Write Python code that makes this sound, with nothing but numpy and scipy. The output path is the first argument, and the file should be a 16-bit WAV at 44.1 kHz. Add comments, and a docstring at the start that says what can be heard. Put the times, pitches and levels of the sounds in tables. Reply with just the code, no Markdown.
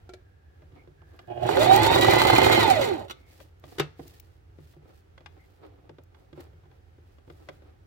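"""Two small clicks of a plastic panel in a quiet room, then fingers tap and shift cloth on the bed of an
electric sewing machine, a hand's width from a phone. It runs one short seam: the motor buzzes, the
toothed belt whines up and coasts down, the needle bar knocks twice a stitch and the hook rattles once.
The sprung presser foot lever clacks down; fingers turn the cloth and tap the steel needle plate."""
import sys
import numpy as np
from scipy import signal
from scipy.fft import rfft, irfft, next_fast_len
from scipy.io import wavfile
from scipy.ndimage import uniform_filter1d, map_coordinates

SR = 44100
rng = np.random.default_rng(int(sys.argv[2]) if len(sys.argv) > 2 else 0)


def unload_audio(sound):
    """Save the sound as a 16-bit wav file, at the path given as the first command line argument."""
    columns = np.transpose(np.atleast_2d(sound))
    # keep every value between -1 and 1, then stretch to whole-number steps
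    steps = np.round(np.clip(columns, -1, 1) * 32767)
    wavfile.write(sys.argv[1], SR, steps.astype(np.int16))


N = 346626
FFT_SIZE = next_fast_len(N + SR // 2, real=True)
TIME_S = np.arange(N) / SR
FREQ_HZ = np.maximum(np.fft.rfftfreq(FFT_SIZE, 1 / SR), 1)

PEDAL_DOWN_S, SLACK_GONE_S, PEDAL_UP_S, BAR_STOP_S = 1.275, 1.49, 2.6, 2.92
FULL_SPEED_HZ, STALL_HZ = 1050, 180  # belt tooth rates
TEETH_PER_STITCH, HOOK_PASS_S = 85.5, 2.283

# Table levels are relative; the functions add their own gains.
# room noise spectrum: f/Hz, level/dB
ROOM_SPECTRUM = [(12, -47), (20, -23.5), (40, -14), (56, -5.5), (86, 3), (110, -7.5), (216, -24.5),
                 (388, -19.5), (660, -32), (759, -27.5), (1030, -37), (1330, -33), (5680, -48.5),
                 (8410, -54.5), (14300, -55.5), (16000, -51.5)]

# plastic panel clicks: t/s, ring level/dB, click level/dB
CASING_CLICKS = [(0.092, -39, -41), (0.136, -40, -35.5)]
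# panel ring: f/Hz, level/dB, t60/s
CASING_RING = [(371, 3, 0.17), (458, -1, 0.067), (707, -5, 0.12), (1376, -10, 0.09), (2300, -18, 0.15)]
# panel click spectrum: f/Hz, level/dB
CASING_SPECTRUM = [(200, -24), (600, 8), (1000, -10), (1500, -2), (2500, -9), (4200, -7.5), (7400, -17),
                   (10000, -22), (16000, -36)]
# faint whistles: t/s, length/s, f/Hz, level/dB
WHISTLES = [(0.144, 0.5, 1660, -74.5), (0.761, 0.051, 2210, -64.5), (0.972, 0.32, 1650, -68.5),
            (3.148, 0.18, 2190, -70), (5.384, 0.06, 2084, -66.5)]

# finger taps: t/s, level/dB, hardness/dB (tip low, nail high), left-right/dB, spot f/Hz
TAPS = [(0.62, -47, -9, -2, 603), (0.72, -48.5, -14, 0, 420), (0.874, -44, -13, -9, 408),
        (1.017, -52, -20, -28, 735), (1.191, -40.5, 11, -2, 720), (3.402, -42.5, 6, 4, 550),
        (3.639, -38, 2, 0, 585), (3.993, -33, -24, -3.5, 734), (3.997, -34, -19, -8, 390),
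        (4.054, -44, -27, -3, 730), (4.586, -42.5, -25, 20, 320), (4.736, -52, 2, 2, 620),
        (4.765, -45.5, -27, -9, 542), (5.178, -45, 16, -1, 560), (5.206, -47.5, -3, -2, 605),
        (5.26, -39, 17, 5.5, 820), (5.893, -36.5, -7, -1.5, 483), (5.984, -40.5, -6, -2, 517),
        (6.146, -52, 9, -6, 904), (6.329, -40, -6, -2, 340), (6.376, -38.5, -21, -12, 330),
        (6.531, -51, -12, -1, 500), (6.635, -53.5, -9, 4, 999), (6.655, -53, -7, -4, 800),
        (6.714, -52, 1, 0, 800), (6.982, -50.5, -16, 6, 450), (7.184, -50.5, -1, 6, 451),
        (7.277, -43.5, -15, -2, 470), (7.3, -38.5, -4, 5, 406), (7.487, -31.5, 6.5, 1.5, 590),
        (7.491, -40, 2, -14, 440), (7.621, -49.5, -7, 8, 377)]
# hollow bed: f/Hz, width/Hz, level/dB
BED_MODES = [(149.5, 9.1, 8.5), (285, 19.4, -1), (354.7, 22.5, 5.5), (483, 180, -10)]
# needle plate: f/Hz, width/Hz, level/dB
PLATE_MODES = [(1180, 110, 23.5), (1510, 230, 20.5), (2014, 200, 18), (2400, 95, 14), (2800, 180, 14.5),
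               (3290, 144, 17), (4140, 240, 2), (4540, 67, -18)]

# cloth shifts: t/s, length/s, rub level/dB, swish level/dB
CLOTH_SHIFTS = [(0.733, 0.12, -58, -79), (1.075, 0.5, -61.5, -72), (3.172, 0.08, -61.5, -70),
                (3.289, 0.18, -63, -60), (3.65, 0.16, -57, -57.5), (3.989, 0.21, -62.5, -61),
                (4.202, 0.19, -72.5, -73), (4.585, 0.17, -74, -66.5), (4.846, 0.083, -56, -74.5),
                (4.908, 0.11, -84, -69.5), (5.297, 0.32, -68, -74.5), (5.615, 0.085, -50, -74),
                (5.72, 0.19, -63, -88), (6.149, 0.14, -64.5, -75), (6.378, 0.089, -52, -63),
                (6.696, .11, -67.5, -78), (7.044, 0.15, -79, -76), (7.268, 0.33, -64, -71),
                (7.63, 0.11, -61, -81)]
# cloth on the bed: f/Hz, level/dB
RUB_SPECTRUM = [(120, -43.5), (200, -19), (290, -7), (425, -6), (818, -9), (1220, -12), (1620, -17),
                (2280, -17.5), (2630, -20), (4200, -23.5), (6000, -39.5), (7800, -80)]
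# bed under dragged cloth: f/Hz, width/Hz, level/dB
DRAG_MODES = [(302, 47, 3.5), (391, 51, -2.5), (505, 45, -4), (724, 70, -6.5), (1243, 79, -11)]
# cloth between fingers: f/Hz, level/dB
SWISH_SPECTRUM = [(1060, -31), (1800, 4.5), (2240, -4), (2460, -0.5), (5060, -1.5), (5590, -5),
                  (9950, -8.5), (12800, -7.5), (16000, -5)]

# drive speed: t/s, belt tooth rate/Hz
DRIVE_SPEED = [(1.27, 39), (1.4, 188), (1.65, 686), (1.7, 755), (1.85, 884), (1.95, 946), (2.05, 986),
               (2.2, 1016), (2.56, 1058), (2.6, 1018), (2.7, 792), (2.8, 575), (2.97, 285), (3.1, 60)]
# motor and mounting: f/Hz, width/Hz, level/dB
MOTOR_MODES = [(114, 33, -2), (368, 34, -2.5), (673, 49, 3), (792, 29, -3), (1680, 78, -21),
               (2460, 51, -20.5), (2940, 170, -25), (3180, 80, -29.5)]
# housing frame: f/Hz, width/Hz, level/dB
FRAME_MODES = [(108, 27, -0.5), (262.9, 4.1, -2), (353, 36, -2), (383.2, 24, 1.5), (516, 28, -5),
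               (650, 22, -6), (756, 29, -5.5), (845, 17, -10.5)]
# housing panels: f/Hz, width/Hz, level/dB
PANEL_MODES = [(1310, 150, -7.5), (2050, 63, -2.5), (2380, 100, -19.5), (3054, 24, -10.5),
               (3760, 330, -18.5), (3670, 380, -29)]
# running linkage: f/Hz, level/dB
CLATTER_SPECTRUM = [(25, -53.5), (50, -35), (90, 6.5), (200, -2), (450, -1.5), (850, 2), (1100, -3.5),
                    (1700, -4.5), (2800, -8.5), (4300, -11.5), (5200, -23.5), (8000, -37.5), (16000, -39)]
# hook rattle: f/Hz, level/dB
HOOK_SPECTRUM = [(2650, -27), (4500, -4), (6400, -8), (7500, -4), (8920, -15), (10600, -10.5), (11900, -13),
                 (15000, -11), (16000, -13.5)]

# linkage rattles at start and stop: t/s, level/dB
SLACK_RATTLES = [(1.43, -36.5), (1.467, -32), (1.51, -24.5), (2.8115, -19), (2.825, -25), (2.872, -28),
                 (2.887, -29.5), (3.082, -40), (3.0969, -29.5), (3.1075, -26.5)]
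# loose linkage: f/Hz, width/Hz, level/dB
LINKAGE_MODES = [(1280, 60, -1), (2112, 58, -2), (2910, 160, -0.5), (3440, 80, -3), (3824, 52, 0.5),
                 (5700, 250, -15)]
# metal contact: f/Hz, level/dB
METAL_SPECTRUM = [(100, -25.5), (400, -5), (1000, 6.5), (2000, -0.5), (3800, 1), (5500, -12), (9000, -17.5),
                  (15000, -17.5)]
# hook and thread guide ticks: phase/stitch, level/dB
STITCH_TICKS = [(.185, -19), (0.799, -18.5), (.975, -18.5)]

# housing's radiation of drive tones: f/Hz, level/dB
DRIVE_RADIATION = [(60, -75.5), (200, -50.5), (300, -34.5), (345, -25), (385, -22), (440, -35),
                   (480, -34.5), (540, -27.5), (630, -23), (690, -28.5), (770, -14.5), (850, -23.5),
                   (920, -25.5), (965, -34), (1050, -40.5), (1800, -40.5), (1970, -23), (2080, -22.5),
                   (2230, -36), (2460, -30), (2700, -38.5), (3100, -34.5), (3350, -32), (3600, -25),
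                   (3950, -30.5), (4200, -32.5), (5000, -43.5)]
# belt and motor overtones: f/tooth rate, level/dB
DRIVE_OVERTONES = [(2, -9.5), (2.388, -14), (3, -8), (4, -11), (5.001, -13), (6, -15.5)]

# hard stitches: t/s, knock level/dB, tick level/dB
HARD_STITCHES = [(1.491, -13, -21.5), (1.571, -15.5, -20.5), (1.619, -14.5, -21.5), (1.662, -15.5, -20),
                 (1.713, -11, -21.5), (1.777, -13.5, -23), (1.868, -15, -18), (1.906, -13.5, -23),
                 (1.961, -10.5, -18.5), (2.048, -13, -14), (2.084, -9, -18.5), (2.136, -9, -16.5),
                 (2.167, -11, -22), (2.218, -6.5, -9.5), (2.251, -13.5, -17), (2.301, -7.5, -13.5),
                 (2.334, -8.5, -17.5), (2.384, -5.5, -16), (2.417, -11.5, -16), (2.466, -9.5, -19),
                 (2.499, -12, -22), (2.547, -13, -20), (2.577, -10.5, -18.5), (2.63, -13.5, -13)]
# knock spectrum: f/Hz, level/dB
KNOCK_SPECTRUM = [(50, -29), (110, -9), (200, -5.5), (400, -8), (800, 2.5), (1050, -6.5), (1400, -5),
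                  (3000, -22), (6000, -30.5), (16000, -47.5)]
# needle bar: f/Hz, width/Hz, level/dB
BAR_MODES = [(297, 13, 9.5), (603.3, 78, -6), (780, 130, 3), (860, 40, 4.5)]

# blows on the steel parts: phase/stitch, level/dB at full speed
STEEL_STROKES = [(.42, -22), (.92, -18.5)]
# steel parts: f/Hz, level/dB, t60/s
STEEL_RING = [(1996, 1, 0.1), (2080, -3, 0.07), (2385, -5, 0.08), (2435, -6, 0.057), (3060, -3, 0.09),
              (3428, -8.5, 0.05), (3980, -2.5, 0.047), (4180, -6.5, 0.05), (5150, -9.5, 0.02),
              (6360, -15, 0.02), (7100, -15, 0.022)]
# needle bar reversals: phase/stitch, level/dB at full speed
ARM_STROKES = [(.17, -22.5), (.67, -22)]
# hollow arm: f/Hz, level/dB, t60/s
ARM_RING = [(267, -9.5, 0.15), (293, -10, 0.2), (365, -2.5, 0.14), (390.5, 0.5, 0.14), (518, -5.5, 0.15)]

# thread snapping free: t/s, level/dB, left-right/dB
THREAD_SNAPS = [(1.7612, -11, -4), (3.597, -53, 7), (4.0785, -37, 9), (4.1985, -37, 11), (6.035, -52, 9)]
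# snap spectrum: f/Hz, level/dB
SNAP_SPECTRUM = [(300, -35.5), (2500, -5.5), (4200, -6), (6300, -3.5), (10000, -11.5), (15000, 3)]

# presser foot lever blows: t/s, crack level/dB, thud level/dB
LEVER_BLOWS = [(3.783, -25.5, -31), (3.796, -16.5, -24), (3.801, -32, -15)]
# lever ring: f/Hz, level/dB, t60/s
LEVER_RING = [(148, 4, 0.23), (364, 6, 0.051), (410, 1.5, 0.11), (530, -17, 0.13), (770, -9, 0.076),
              (1000, -18, 0.038), (1270, -4, 0.056), (1483, -1.5, 0.074), (2170, -16, 0.14),
              (2625, -14.5, 0.17), (2880, -3.5, 0.079), (3700, -3, 0.046), (4850, -18, 0.063)]
# lever crack: f/Hz, level/dB
LEVER_SPECTRUM = [(59, -41), (100, -23), (244, -19.5), (389, -4), (600, -16), (1300, -18), (3540, -21),
                  (5650, -29), (8830, -32), (9610, -42), (13500, -30), (16000, -62)]

# machine's balance at the microphone ports: f/Hz, left-right/dB
PORT_BALANCE = [(60, -0.5), (110, -1.5), (265, -7), (380, -5.5), (530, -4.5), (750, -12), (1290, -2.5),
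                (2050, -5), (2600, -1), (4400, -3.5), (8120, 3.5), (15000, -4)]
# phase between ports: f/Hz, left lead/rad
PORT_PHASE = [(110, 0.62), (265, 0), (380, -1.44), (530, -3.5), (1300, -4), (2050, -5.5), (4200, -3.5),
              (7300, -9), (12000, -31.5), (16000, -29)]
# direct path to the left port: f/Hz, amplitude share/1
PORT_DIRECT = [(110, 1), (400, 0.77), (800, 0.26), (3000, 0.46)]


def undb(db):
    """Decibels to gain."""
    return 10 ** (np.asarray(db) / 20)


def unit(x):
    """Scale to rms 1."""
    return x / np.sqrt(np.mean(x ** 2))


def across(points):
    """Interpolate (f/Hz, value) points over log frequency."""
    hz, value = np.transpose(points)
    return np.interp(np.log(FREQ_HZ), np.log(hz), value)


def colour(points):
    """Minimum-phase response from (f/Hz, level/dB) points."""
    cepstrum = irfft(np.log(undb(across(points))), FFT_SIZE)
    return np.exp(rfft(np.r_[cepstrum[0], 2 * cepstrum[1:FFT_SIZE // 2]], FFT_SIZE))


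def lowpass(hz, order=4):
    """Butterworth response: soft contacts and heavy parts pass no treble."""
    return signal.freqs(*signal.butter(order, 1, analog=True), FREQ_HZ / hz)[1]


def modes(rows):
    """Response of (f/Hz, width/Hz, level/dB) resonances."""
    return sum(undb(db) / (1 + 1j * (FREQ_HZ / hz - hz / FREQ_HZ) * hz / width_hz)
               for hz, width_hz, db in rows)


def ringing(rows):
    """Response of (f/Hz, level/dB, t60/s) decaying sines, low bass cut."""
    age_s = TIME_S[:SR // 2]
    ring = sum(undb(db) * np.sin(2 * np.pi * hz * age_s) * undb(-60 * age_s / t60_s)
               for hz, db, t60_s in rows)
    return rfft(ring, FFT_SIZE) * (1 - lowpass(72, order=1)) ** 2


def through(x, response):
    """Filter by a frequency response."""
    return irfft(rfft(x, FFT_SIZE) * response, FFT_SIZE)[..., :N]


def wander(rate_hz):
    """Smooth random curve, spread near 1."""
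    step = int(SR / rate_hz)
    return 1.3 * uniform_filter1d(np.repeat(rng.standard_normal(N // step + 1), step), step)[:N]


def grains(rate_hz, spread_db):
    """Random tiny impacts of uneven size, rms 1."""
    size = undb(spread_db * np.minimum(rng.exponential(size=N), 4))
    return unit((rng.random(N) < rate_hz / SR) * rng.standard_normal(N) * size)


def held(start_s, length_s, attack_s, release_s):
    """Envelope: linear rise, hold, exponential decay."""
    rise = np.clip((TIME_S - start_s) / attack_s, 0, 1)
    return rise * np.exp(-np.clip((TIME_S - start_s - length_s) / release_s, 0, 30))


def pedal(attack_s, release_s):
    """Envelope of the pressed pedal."""
    return held(PEDAL_DOWN_S, PEDAL_UP_S - PEDAL_DOWN_S, attack_s, release_s)


def strike(times_s, peaks_db, response, chatter, t60_s):
    """Blows into a body: one push, then dying chatter of loose parts."""
    age_s, out = TIME_S[:SR // 5], np.zeros(N + SR)
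    ring = irfft(response, FFT_SIZE)[:len(age_s)]
    for t_s, db in zip(times_s, peaks_db):
        push = chatter * rng.standard_normal(len(age_s)) * undb(-60 * age_s / t60_s)
        push[0] += 1
        push *= 1 - np.clip(chatter, 0, 1) * np.exp(-age_s / .0015)  # looser contact, softer onset
        blow = signal.fftconvolve(push, ring)[:len(age_s)]
        start = int(t_s * SR)
        out[start:start + len(blow)] += undb(db) * blow / np.abs(blow).max()
    return out[:N]


def effort(tooth_hz, growth_db):
    """Gain of a moving part: growth_db per doubling of speed, more under torque, fading near stall."""
    speed = np.maximum(tooth_hz / FULL_SPEED_HZ, 1e-6)
    torque_db = 6 * pedal(.005, .02) * (1 - speed)
    slack_db = 150 * np.minimum(TIME_S - SLACK_GONE_S, 0)  # fades in as the belt tightens
    moving = tooth_hz ** 2 / (tooth_hz ** 2 + STALL_HZ ** 2)
    return undb(growth_db * np.log2(speed) + torque_db + slack_db) * moving


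def each_stitch(stitch, blows, gain, scatter_db):
    """Times and levels of blows that recur in every stitch."""
    times_s, peaks_db = [], []
    for phase, db in blows:
        at = np.flatnonzero(np.diff(np.floor(stitch - phase)))
        chance = rng.standard_normal(64)[:len(at)]
        times_s.extend(TIME_S[at])
        peaks_db.extend(db + 20 * np.log10(gain[at]) + scatter_db * chance)
    return times_s, peaks_db


def echoes(x, t60_s):
    """Diffuse, uncoloured reflections at the source's energy."""
    age_s = TIME_S[:SR // 2]
    tail = rng.standard_normal(len(age_s)) * undb(-60 * age_s / t60_s) * (1 - np.exp(-age_s / .002))
    white_tail = irfft(np.exp(1j * np.angle(rfft(tail))))[:int(t60_s * SR)]
    return signal.oaconvolve(x, white_tail / np.linalg.norm(white_tail))[:N]


def ports(x, bounce_t60_s=.034):
    """The right port faces the machine; the left hears it shaded, late and through reflections."""
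    share = np.clip(across(PORT_DIRECT), 0, .97)
    shade = undb(across(PORT_BALANCE))
    direct = shade * share * np.exp(1j * across(PORT_PHASE))
    bounced = shade * np.sqrt(1 - share ** 2)
    gain = 2 / np.hypot(np.abs(1 + direct), bounced)  # mean of the ports keeps the level
    left = through(x, gain * direct) + through(echoes(x, bounce_t60_s), gain * bounced)
    return np.array([left, through(x, gain)])


def room(level_db=-54.5, air_db=-.53):
    """Gently swelling rumble, alike at both ports, under faint wide hiss."""
    mid, side = unit(through(rng.standard_normal((2, N)), colour(ROOM_SPECTRUM)))
    side_db = across([(30, -7.5), (80, -15), (200, -8.5), (600, 4.5), (4000, 0)])
    side = through(side, undb(side_db))
    shelf_db = across([(120, .001), (400, air_db)])
    return through(np.array([mid + side, mid - side]), undb(shelf_db)) * undb(level_db + .8 * wander(6))


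def casing():
    """A loose plastic panel gives under the hand and springs back: two clicks with a hollow ring."""
    t_s, ring_db, click_db = np.transpose(CASING_CLICKS)
    ring = strike(t_s, ring_db, ringing(CASING_RING), chatter=.037, t60_s=.026)
    clicks = [strike(t_s, click_db, colour(CASING_SPECTRUM), chatter=.43, t60_s=.045) for _ in range(2)]
    return ring + np.array(clicks)


def whistles(width_hz=200):
    """Faint narrow bands of hiss come and go."""
    out = 0
    for t_s, length_s, hz, db in WHISTLES:
        band = unit(through(rng.standard_normal((2, N)), modes([(hz, width_hz, 0)]) ** 2))
        out += band * undb(db) * held(t_s, length_s, .014, .019)
    return out


def pats(times_s, peaks_db, spots_hz, width_hz=130, t60_s=.067):
    """Soft touches, each ringing its spot at that spot's pitch."""
    age_s, out = TIME_S[:SR // 5], np.zeros(N + SR)
    for t_s, db, hz in zip(times_s, peaks_db, spots_hz):
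        push = rng.standard_normal(len(age_s)) * undb(-60 * age_s / t60_s)
        ring = signal.lfilter(*signal.iirpeak(hz, hz / width_hz, fs=SR), push)
        blow = signal.sosfilt(signal.butter(2, 2 * hz, fs=SR, output="sos"), ring)
        start = int(t_s * SR)
        out[start:start + len(blow)] += undb(db) * blow / np.abs(blow).max()
    return out[:N]


def taps(thump_db=1, knock_db=6, tick_db=5):
    """Fingers thump the hollow bed and knock its covers; harder touches tick the steel plate more."""
    t_s, level_db, hardness_db, pan_db, spot_hz = np.transpose(TAPS)
    blow_db = level_db - 10 * np.log10(undb(hardness_db) + undb(-hardness_db) + undb(7.5) ** 2)
    bed = modes(BED_MODES) * lowpass(390)
    plate = modes(PLATE_MODES) * lowpass(4500, order=2)
    thump = strike(t_s, blow_db - hardness_db / 2 + thump_db, bed, chatter=.052, t60_s=.13)
    out = []
    for side in (1, -1):
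        port_db = blow_db + side * pan_db / 2
        knock = pats(t_s, port_db + knock_db, spot_hz)
        tick = strike(t_s, port_db + hardness_db / 2 + tick_db, plate, chatter=.44, t60_s=.033)
        out.append(thump + knock + tick)
    return np.array(out)


def cloth(rub_trim_db=-1.5, swish_trim_db=-3, hollow_db=12, attack_s=.075, release_s=.032):
    """Cotton drags over the hollow bed and swishes between the fingers."""
    def fibres(response):
        mid, side = unit(through(np.array([grains(4500, 3) for _ in range(2)]), response))
        return np.array([mid + side, mid - side])

    rub_gain = swish_gain = 0
    for t_s, length_s, rub_db, swish_db in CLOTH_SHIFTS:
        shift = held(t_s - attack_s / 2, length_s, attack_s, release_s)
        rub_gain += undb(rub_db + rub_trim_db) * shift
        swish_gain += undb(swish_db + swish_trim_db) * shift
    warped_index = np.cumsum(1 + .05 * wander(7))  # resonances drift as the hand moves
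    rub = fibres(colour(RUB_SPECTRUM) * (1 + undb(hollow_db) * modes(DRAG_MODES)))
    rub = np.array([map_coordinates(x, [warped_index], order=1, mode="mirror") for x in rub])
    rub *= rub_gain * undb(3.1 * wander(60))
    swish = fibres(colour(SWISH_SPECTRUM)) * swish_gain * undb(1.71 * wander(60))
    return rub + swish


def motor_buzz(tooth_hz, mains_hz=60, start_db=-43, pull_db=14, full_pull_hz=300, ease_db=9):
    """The speed control kicks the motor twice a mains cycle; it growls under load and eases at speed."""
    kicks = np.diff(np.floor(TIME_S * 2 * mains_hz), prepend=0) * undb(2.5 * wander(100))
    body = sum(undb(db) * modes([(hz, 2 * width_hz, 0)]) ** 2 for hz, width_hz, db in MOTOR_MODES)
    growl = unit(through(unit(kicks) + .87 * grains(980, 3.8), body))
    load_db = pull_db * np.minimum(tooth_hz / full_pull_hz, 1) ** 2
    load_db -= ease_db * (tooth_hz / FULL_SPEED_HZ) ** 2
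    judder_db = 3.5 * wander(50)
    return growl * undb(start_db + load_db + judder_db) * pedal(.0068, .027)


def frame_rumble(tooth_hz, stitch, swing, level_db=-25.5, thud_db=6):
    """The frame shakes, most as the feed drops in each stitch."""
    feed_drop = np.exp(-((stitch % 1 - .7) / .11) ** 2)
    body = modes(FRAME_MODES) * lowpass(1000) * (1 - lowpass(41, order=1)) ** 2
    rumble = unit(through(grains(2000, .63), body))
    return rumble * effort(tooth_hz, growth_db=7.5) * undb(level_db + thud_db * feed_drop + swing)


def clatter(tooth_hz, swing, linkage_db=-27.5, panels_db=-40):
    """Tiny impacts in linkage and panels, swelling once a stitch."""
    gain = effort(tooth_hz, growth_db=8)
    linkage = unit(through(grains(2200, 1.5), colour(CLATTER_SPECTRUM)))
    panels = unit(through(grains(1500, 1.2), modes(PANEL_MODES) * lowpass(4800)))
    return linkage * gain * undb(linkage_db + 1.1 * swing), panels * gain * undb(panels_db + 5.9 * swing)


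def hook_rattle(tooth_hz, swing, level_db=-39.5):
    """The hook rattles brightly, loudest as it passes the needle."""
    rattle = unit(through(grains(5000, 6.8), colour(HOOK_SPECTRUM)))
    return rattle * effort(tooth_hz, growth_db=8.5) * undb(level_db + 3.7 * swing)


def slack_rattle():
    """The linkage rattles on taking up slack and on stopping, shaking steel parts and arm."""
    t_s, db = np.transpose(SLACK_RATTLES)
    rattle = strike(t_s, db - 3.5, colour(METAL_SPECTRUM), chatter=.85, t60_s=.035)
    steel = strike(t_s, db - 7, modes(LINKAGE_MODES), chatter=.53, t60_s=.04)
    arm = strike(t_s, db - 12, ringing(ARM_RING) * lowpass(560), chatter=.1, t60_s=.02)
    return rattle + steel + arm


def thread_ticks(tooth_hz, stitch):
    """Hook and thread guides tick in every stitch, fading after the pedal is released."""
    gain = effort(tooth_hz, growth_db=11.5) * pedal(.005, .078) + 1e-9
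    t_s, db = each_stitch(stitch, STITCH_TICKS, gain, scatter_db=.5)
    metal = strike(t_s, db, colour(METAL_SPECTRUM), chatter=.6, t60_s=.071)
    thread = strike(t_s, db, colour(SNAP_SPECTRUM), chatter=.51, t60_s=.055)
    return undb(-3) * metal + undb(-10) * thread


def belt_whine(tooth_hz, swing, belt_db=-3.5, rasp_db=-12, growth_db=7, throb_db=2, slap_db=3.5):
    """Teeth sing on the pulley and rasp as the belt flaps; partials flare at housing resonances."""
    def radiated(hz):
        return undb(np.interp(hz, *np.transpose(DRIVE_RADIATION), left=-150))

    phase_rad = 2 * np.pi * np.cumsum(tooth_hz * (1 + .005 * wander(130))) / SR
    coast_db = -.5 * np.clip((TIME_S - PEDAL_UP_S) / .1, 0, 1)
    rasp = undb(rasp_db) * (wander(260) * np.sin(phase_rad) + wander(260) * np.cos(phase_rad))
    tone = undb(2 * wander(90)) * np.sin(phase_rad)
    out = radiated(tooth_hz) * undb(belt_db + coast_db) * (tone + rasp)
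    drive_db = growth_db * np.log2(np.maximum(tooth_hz, 1) / FULL_SPEED_HZ) + throb_db * swing
    for multiple, db in DRIVE_OVERTONES:
        gain = radiated(multiple * tooth_hz) * undb(db + drive_db + slap_db * wander(120))
        out += gain * np.sin(multiple * phase_rad)
    taut = np.clip((TIME_S - SLACK_GONE_S) / .01, 0, 1)
    return np.sqrt(2) * out * taut


def hard_stitches():
    """Needle bar and feed hit their stops: a knock through frame and bar, plus a steel tick."""
    t_s, knock_db, tick_db = np.transpose(HARD_STITCHES)
    body = colour(KNOCK_SPECTRUM) * (1 + 1.3 * modes(FRAME_MODES) + modes(BAR_MODES))
    knock = strike(t_s, knock_db + 1.5, body, chatter=.07, t60_s=.02)
    return knock + strike(t_s, tick_db, colour(METAL_SPECTRUM), chatter=.4, t60_s=.011)


def bar_strokes(tooth_hz, stitch, steel_db_per_oct=9, boom_db_per_oct=3):
    """Each needle bar reversal booms the hollow arm; between reversals the steel parts ring."""
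    running = held(SLACK_GONE_S, BAR_STOP_S - SLACK_GONE_S, .005, .03) + 1e-9
    speed_oct = np.log2(np.maximum(tooth_hz, 1) / FULL_SPEED_HZ)
    steel_gain = undb(steel_db_per_oct * speed_oct) * running
    t_s, db = each_stitch(stitch, STEEL_STROKES, steel_gain, scatter_db=.83)
    steel = strike(t_s, db, ringing(STEEL_RING), chatter=.44, t60_s=.03)
    boom_gain = undb(boom_db_per_oct * speed_oct) * running
    t_s, db = each_stitch(stitch, ARM_STROKES, boom_gain, scatter_db=.46)
    boom = strike(t_s, db, ringing(ARM_RING) * lowpass(560), chatter=.11, t60_s=.028)
    return steel, boom


def machine():
    """One seam: belt speed sets the whine and the stitch cycle."""
    tooth_hz = np.interp(TIME_S, *np.transpose(DRIVE_SPEED), left=0, right=0)
    stitch = np.cumsum(tooth_hz) / SR / TEETH_PER_STITCH
    stitch -= np.interp(HOOK_PASS_S, TIME_S, stitch)
    swing = np.cos(2 * np.pi * stitch)  # 1 as the hook passes the needle
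    frame = frame_rumble(tooth_hz, stitch, swing)
    linkage, panels = clatter(tooth_hz, swing)
    hook = hook_rattle(tooth_hz, swing)
    knocks = hard_stitches()
    ticks = thread_ticks(tooth_hz, stitch)
    steel, boom = bar_strokes(tooth_hz, stitch)
    groups = (frame + hook, linkage, knocks + boom, panels + ticks + steel,
              belt_whine(tooth_hz, swing), motor_buzz(tooth_hz) + slack_rattle())
    return sum(ports(group) for group in groups)  # each with its own reflections


def thread_snaps():
    """Taut thread snaps free: a bright tick, nearer one port."""
    t_s, db, pan_db = np.transpose(THREAD_SNAPS)
    return np.array([strike(t_s, db + side * pan_db / 2, colour(SNAP_SPECTRUM), chatter=.8, t60_s=.016)
                     for side in (1, -1)])


def presser_lever():
    """The sprung presser bar slips off its cam and slams its stop: dry crack, thud, duller rattle."""
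    t_s, crack_db, thud_db = np.transpose(LEVER_BLOWS)
    thud = strike(t_s, thud_db, ringing(LEVER_RING), chatter=.042, t60_s=.016)
    steel = colour(LEVER_SPECTRUM)
    out = []
    for _ in range(2):
        crack = strike(t_s, crack_db + 1, steel, chatter=1, t60_s=.035)
        rattle = strike(t_s, crack_db - 3, steel * lowpass(4600, order=2), chatter=.93, t60_s=.11)
        out.append(thud + crack + rattle)
    return np.array(out)


def scene(walls_db=-13, lean_db=-1.5):
    """Close sounds with a short room tail; the soft sounds lean slightly right."""
    near = machine() + presser_lever() + casing() + taps() + thread_snaps()
    walls = through(np.array([echoes(x, t60_s=.24) for x in near]), lowpass(6000, order=2))
    soft = (cloth() + whistles() + room()) * undb([[lean_db / 2], [-lean_db / 2]])
    return near + undb(walls_db) * walls + soft


def record(dry):
    """The phone rounds the highest peaks and cuts the top treble."""
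    ceiling, top_hz = .9, 15900
    rounded = dry / (1 + (dry / ceiling) ** 4) ** .25
    return signal.sosfilt(signal.ellip(10, .2, 80, top_hz, fs=SR, output="sos"), rounded)


dry = scene()
out = record(dry)
unload_audio(out)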